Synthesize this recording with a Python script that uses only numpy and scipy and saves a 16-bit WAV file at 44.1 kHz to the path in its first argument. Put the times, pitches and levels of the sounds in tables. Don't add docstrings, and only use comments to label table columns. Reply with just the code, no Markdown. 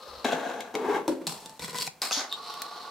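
import sys
import numpy as np
from scipy import signal
from scipy.fft import rfft, irfft
from scipy.io import wavfile
from scipy.ndimage import uniform_filter1d

SR = 44100
rng = np.random.default_rng(int(sys.argv[2]) if len(sys.argv) > 2 else 0)


def invert_db(x):
    u = np.asarray(x, float) / 20
    return 10 ** u


def persist_wave(psi):
    counts = np.round(np.clip(psi, -1, 1) * 32767).astype(np.int16)
    wavfile.write(sys.argv[1], SR, np.atleast_2d(counts).T)


N = 127890
EDGE_HZ = 15900
HZ = np.fft.rfftfreq(8192, 1 / SR)

# time in seconds, surface load in dB, grit in dB relative to the load.
RUN_UP = [(0, -48, -5), (.16, -47, -4), (.242, -48, -7)]
BOX_ROLL = [(.247, -27, -7), (.3, -31, -10), (.312, -33, -12), (.33, -28, -8), (.36, -32, -17),
            (.51, -34, -14), (.602, -39, -16), (.612, -40, -6), (.655, -43, -14), (.738, -47, -18)]
RAMP_ROLL = [(.743, -31, -22), (.77, -32, -22), (.85, -32, -28), (.89, -28, -26), (.91, -32, -26),
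             (.965, -27, -22), (1.01, -37, -28), (1.075, -45, -24)]
RAMP_CLIMB = [(.78, -48, -28), (.89, -32, -28), (.955, -28, -27), (1.02, -46, -26)]
TAIL_DRAG = [(1.082, -25, -16), (1.11, -29, -22), (1.195, -45, -24), (1.22, -38, -28), (1.264, -46, -22)]
GRIND = [(1.27, -41, 3), (1.34, -43, -1), (1.42, -53, -1), (1.58, -58, -2)]
SCRAPE = [(1.596, -47, 0), (1.645, -43, 1), (1.672, -49, 0), (1.69, -43, 0), (1.722, -48, 1),
          (1.75, -44, 0), (1.78, -47, 3), (1.825, -46, 7), (1.85, -46, 5), (1.878, -44, 4)]
TOUCH_DOWN = [(2.02, -38, 6), (2.05, -39, 4), (2.105, -46, 4)]
SKID = [(2.121, -43, 13), (2.17, -38, 9), (2.21, -36, 0), (2.25, -41, -4), (2.29, -46, -6)]
ROLL_OUT = [(2.295, -45, -3), (2.4, -45, -4), (2.545, -42, -1), (2.58, -45, -3), (2.62, -42, -5),
            (2.9, -45, -5)]

# frequency in Hz, width in Hz, level in dB.
COUNTER_FAR = [(525, 90, -1), (843, 40, -4), (1060, 70, -4), (1234, 97, -3)]
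COUNTER = [(450, 25, -7), (715, 25, -4), (860, 40, -4), (1135, 55, 2), (1432, 40, -9)]
COUNTER_LOADED = [(300, 120, -11), (750, 200, 0), (1150, 250, 0), (1500, 200, -4), (2000, 600, -8)]
BOX = [(265, 40, -2), (500, 120, -2), (703, 50, 1), (840, 60, -2), (1120, 40, -7), (1450, 35, -6),
       (1605, 70, -5)]
RAMP = [(270, 40, -4), (415, 50, 5), (880, 120, -6)]
RAMP_FLEXED = [(880, 110, 1), (1125, 50, -5), (1620, 70, -7), (2150, 60, -12)]
RAMP_TOP = [(268, 40, 5), (313, 30, 5), (355, 50, 7), (550, 60, -3), (900, 90, -11)]
LEDGE_TOP = [(155, 50, 9), (850, 300, 0), (450, 150, -5)]
LEDGE = [(150, 32, 9), (460, 40, 0), (990, 80, -1), (1480, 60, -6), (1980, 110, -5), (2360, 70, -8)]

# frequency in Hz, width in Hz, level in dB.
AXLES = [(4150, 800, 1), (5200, 1200, -10), (2900, 900, -11), (8300, 3000, -22), (12000, 4000, -27)]
DECK_ON_BOX = [(2150, 150, 1), (2630, 500, -2), (3280, 130, -1), (3800, 800, -4), (6300, 2200, -12),
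               (12000, 4000, -30)]
DECK_ON_TAPE = [(2700, 900, -7), (3380, 200, -4), (4250, 900, 0), (5400, 700, -5), (7900, 2600, -5.5),
                (12000, 4000, -15)]
DECK_LANDED = [(2300, 800, -6), (4200, 700, 0), (5000, 500, -1), (7800, 2600, -8), (12000, 4000, -17)]
SLIDING_WHEELS = [(3600, 800, 7), (4700, 1100, 8), (5550, 500, 7), (6500, 600, 7), (9500, 4000, -12)]

# time in seconds, click in dB, thud into the surface in dB relative to the click.
KNOCKS = [(.2466, -21, -3), (.2525, -22, -2), (.265, -24, -4), (.3137, -26, -8), (.321, -23, -3),
          (.6062, -20, -12), (.742, -33, 6), (.7525, -18, -7), (1.079, -18, -5), (1.2685, -12, -22),
          (1.275, -15, -22), (1.2942, -21, -13), (1.323, -23, -15), (1.4591, -25, -14), (1.495, -31, -15),
          (1.5948, -26, -12), (1.6212, -28, -10), (1.639, -27, -15), (1.6452, -23, -15), (1.6805, -27, -4),
          (1.73, -28, -12), (1.7449, -25, -9), (1.7855, -15, -24), (1.802, -20, -20), (1.8108, -16, -22.5),
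          (1.821, -16, -30), (1.8258, -16, -20), (1.8758, -20, -15), (2.0184, -13, -20), (2.031, -19, -16),
          (2.039, -21, -16), (2.1104, -18, -10), (2.1178, -17, -18), (2.3266, -21, -22), (2.5057, -32, -12),
          (2.54, -25, -13), (2.6192, -12, -34)]
# time in seconds, frequency in Hz, level in dB.
RINGS = [(.0258, 4000, -45), (.1605, 4220, -44), (.2505, 640, -29), (.2513, 3600, -30), (.256, 1600, -25),
         (.287, 3200, -32), (.308, 1570, -28), (.3137, 2650, -32), (.322, 700, -26), (.325, 3280, -31),
         (.6065, 2170, -36), (.7523, 2160, -27), (.884, 400, -25), (.953, 1620, -33), (.966, 420, -23),
         (1.0795, 900, -25), (1.096, 550, -24), (1.2685, 4300, -24), (1.4591, 3600, -35),
         (1.5943, 3620, -36), (1.6212, 2320, -37), (1.6452, 3390, -32), (1.7849, 3860, -28),
         (1.8, 4500, -30), (1.8098, 4640, -27), (1.8198, 4340, -26), (1.8245, 4500, -24),
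         (1.8747, 2370, -33), (1.874, 750, -35), (2.0183, 4860, -22), (2.1096, 2580, -28),
         (2.1178, 6400, -25), (2.3255, 3660, -20)]
# start in seconds, length in seconds, frequency in Hz, level in dB, wobble from 0 to 1.
SQUEAKS = [
    (1.365, .21, 885, -48, .3),
    (1.73, .096, 985, -39, .12),
    (2.314, .01, 3650, -30, .3),
    (2.328, .03, 3750, -31, .4),
    (2.128, .02, 6420, -30, 0.1),
    (0, .3, 13300, -71, .2),
]
# start in seconds, length in seconds, frequency in Hz, level in dB, wobble from 0 to 1.
CREAKS = [
    (1.616, .03, 490, -42, .25),
    (1.68, .02, 480, -39, .25),
    (1.73, .035, 470, -40, .25),
]
# time in seconds, frequency in Hz, level in dB.
SHAKES = [
    (1.079, 60, -56),
    (1.6, 72, -52),
    (2.17, 270, -35),
    (.335, 165, -41),
]
# start in seconds, length in seconds, frequency in Hz, level in dB.
GRIP = [
    (0.08, .17, 67.3, -58),
]
# frequency in Hz, time to fall 60 dB in seconds.
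ROOM = [(200, 0.6), (4000, .3), (12000, .2)]
# frequency in Hz, level in dB per Hz.
HUSH = [(25, -14), (150, -2), (800, -1), (3000, -11), (7000, -13), (15000, -18)]
# frequency in Hz, side minus mid in dB.
WIDTH = [(30, 4), (70, -6), (150, -15), (300, -14), (600, -10), (1500, -9), (4000, -6.5), (9000, -2)]
# time in seconds, left minus right in dB.
LEAN = [(0, 3.5), (.5, 3), (.9, 3), (1.2, .5), (1.9, .5), (2.5, -1)]

BUMPS_PER_S, BUMP_SPREAD_DB = 6000, 1.2
GRIT_PER_S, GRIT_SPREAD_DB = 14000, 1.1
LUMPY_DB, LIFT_S = 1.2, .004
BED_DB, LOW_EDGE_HZ, HIGH_EDGE_HZ = -19, 200, 1300
RATTLE_S, RATTLE_DB = .03, -17
TICK_S, CLICK_DB, TICK_HZ = .008, -11.5, 6500
THUD_S = .005
RING_S, RING_SLOPE, RING_PAIR = .055, .6, 1.04
OVERTONE_DB, CREAK_DB = -15, -4
SCATTER_S, ROOM_DB, HUSH_DB = .02, -15, -60


def contact(curve, surface, deck, lumpy_db=LUMPY_DB, tick_hz=TICK_HZ):
    s, load_db, grit_db = np.transpose(curve)
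    t = np.arange(N) / SR
    touching = np.clip(np.minimum(t - s[0], s[-1] - t) / LIFT_S + 1, 0, 1)
    load = touching * invert_db(np.interp(t, s, load_db) + lumpy_db * wander(73))
    bumps = load * grains(BUMPS_PER_S, BUMP_SPREAD_DB)
    grit_level = invert_db(np.interp(t, s, grit_db) + lumpy_db * wander(250))
    grit = load * grit_level * grains(GRIT_PER_S, GRIT_SPREAD_DB)
    thud, rattle, tick = knocks(s[0] - .012, s[-1] - .002)

    bed = invert_db(2 * BED_DB) / (1 + (HZ / HIGH_EDGE_HZ) ** 4.)
    low_cut = 1 + (LOW_EDGE_HZ / (HZ + 1)) ** 5.6
    thin = 1 / (1 + (1800 / (HZ + 1)) ** 4.)
    body = causal((modes(surface) + bed) / low_cut)
    shell = causal(modes(deck, 1.5) * thin)
    hard = causal(thin / (1 + (HZ / tick_hz) ** 4.2))
    parts = [(bumps + thud, body), (grit + rattle, shell), (tick, hard)]
    return sum(signal.oaconvolve(x, h)[:N] for x, h in parts)


def knocks(start, end):
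    thud, rattle, tick = np.zeros((3, N))
    rough, soft = rng.standard_normal((2, N))
    u = np.arange(4000) / SR
    for at, db, thud_db in KNOCKS:
        if start <= at < end:
            first = round(at * SR)
            part = slice(first, first + len(u))
            rattle[part] += invert_db(db + RATTLE_DB - 60 * u / RATTLE_S) * rough[part]
            tick[part] += invert_db(db + CLICK_DB - 60 * u / TICK_S) * np.sign(rough[part])
            thud[part] += invert_db(db + thud_db) * np.exp(-u / THUD_S) * soft[part]
    return thud, rattle, tick


def grains(per_s, spread_db):
    u, e, g = rng.random(N), rng.exponential(1, N), rng.standard_normal(N)
    return evened((u < per_s / SR) * g * invert_db(spread_db * np.minimum(e, 5)))


def wander(per_s):
    size = max(int(SR / per_s), 2)
    slow = uniform_filter1d(rng.standard_normal(N), size)
    return evened(uniform_filter1d(slow, size))


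def evened(x):
    return x / np.sqrt(np.mean(x ** 2) + 1e-20)


def modes(table, steep=1.034):
    return sum(invert_db(2 * db) / (1 + (2 * (HZ - f) / width) ** 2) ** steep for f, width, db in table)


def causal(power):
    cepstrum = irfft(np.log(power + 1e-9) / 2)
    cepstrum[1:4096] *= 2
    cepstrum[4097:] = 0
    h = irfft(np.exp(rfft(cepstrum)))[:4096]
    return h / np.linalg.norm(h)


def rings(table):
    out, u = np.zeros(N), np.arange(12000) / SR
    for at, hz, db in table:
        pair = np.sin(2 * np.pi * hz * u) + .6 * np.sin(2 * np.pi * hz * RING_PAIR * u)
        t60 = RING_S * (1e3 / hz) ** RING_SLOPE
        rise = (1 - np.exp(-2 * u * hz)) ** 2
        out[round(at * SR):][:len(u)] += invert_db(db - 60 * u / t60) * rise * pair
    return out


def squeak(start, length, hz, db, wobble, over_db=OVERTONE_DB, count=3):
    t = np.arange(N) / SR
    turns = np.cumsum(hz * (1 + 0.0094 * wander(153.7))) / SR
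    tone = sum(invert_db(over_db * k) * np.sin(2 * np.pi * (k + 1) * turns)
               for k in range(count) if hz * (k + 1) < EDGE_HZ)
    arch = abs(np.sin(np.pi * np.clip((t - start) / length, 0, 1) ** 0.86)) ** .5
    bursts = 1 - wobble + wobble * wander(1500)
    return invert_db(db + 3.5 * wander(100)) * bursts * arch * tone


def scattered(x):
    lag = np.arange(3000) / SR
    near = rng.standard_normal(len(lag)) * np.exp(-lag / SCATTER_S)
    return signal.oaconvolve(x, near / np.linalg.norm(near))[:N]


def room(x):
    taps = np.zeros((2, SR // 2))
    at = np.arange(200, SR // 2 - 20, 20)
    at = at + rng.integers(0, 20, (2, len(at)))
    np.put_along_axis(taps, at, rng.choice([-1., 1.], at.shape), 1)
    hz, t, z = signal.stft(taps, SR, nperseg=256)
    decay = invert_db(-60 * t / read(ROOM, hz)[:, None])
    tail = signal.istft(z * decay, SR, nperseg=256)[1]
    return signal.fftconvolve(x[None], tail / np.linalg.norm(tail[0]), axes=1)[:, :N]


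def room_hush():
    hush = shaped(rng.standard_normal((2, N)), HUSH)
    return hush * invert_db(HUSH_DB) / np.sqrt(np.mean(hush ** 2))


def shaped(x, points):
    hz = np.fft.rfftfreq(x.shape[-1], 1 / SR)
    return irfft(rfft(x) * invert_db(read(points, hz)), x.shape[-1])


def read(points, hz):
    f, value = np.transpose(points)
    return np.interp(np.log(hz + 1), np.log(f + 1), value)


def scene():
    board = contact(RUN_UP, COUNTER_FAR, AXLES)
    board += contact(BOX_ROLL, BOX, DECK_ON_BOX)
    board += contact(RAMP_ROLL, RAMP, DECK_ON_BOX)
    board += contact(RAMP_CLIMB, RAMP_FLEXED, DECK_ON_BOX)
    board += contact(TAIL_DRAG, RAMP_TOP, DECK_ON_TAPE)
    board += contact(GRIND, LEDGE_TOP, DECK_ON_TAPE)
    board += contact(SCRAPE, LEDGE, DECK_ON_TAPE, lumpy_db=2.2)
    board += contact(TOUCH_DOWN, COUNTER_LOADED, DECK_LANDED)
    board += contact(SKID, COUNTER_LOADED, SLIDING_WHEELS)
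    board += contact(ROLL_OUT, COUNTER, AXLES, tick_hz=13000)
    board += rings(RINGS)
    board += sum(squeak(*row) for row in SQUEAKS)
    board += sum(squeak(*row, CREAK_DB, count=5) for row in CREAKS)

    shake = rings(SHAKES)
    grip = sum(squeak(*row, wobble=.1) for row in GRIP)
    wet = invert_db(ROOM_DB) * room(board)
    hush = room_hush()
    mid = board + shake + grip + wet[0] + hush[0]
    late_shake = .5 * np.roll(shake, 300)
    side = shaped(scattered(board) + late_shake + wet[1] + hush[1], WIDTH)
    lean = invert_db(np.interp(np.arange(N) / SR, *np.transpose(LEAN)) / 2)
    return np.array([(mid + side) * lean, (mid - side) / lean])


def top_cut(x):
    return signal.sosfilt(signal.butter(12, 16810, fs=SR, output="sos"), x)


def record(dry):
    edge = signal.firwin(255, EDGE_HZ, window=("kaiser", 9), fs=SR)
    mix = signal.oaconvolve(dry, edge[None], "same")
    return top_cut(mix)


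dry = scene()
out = record(dry)
persist_wave(out)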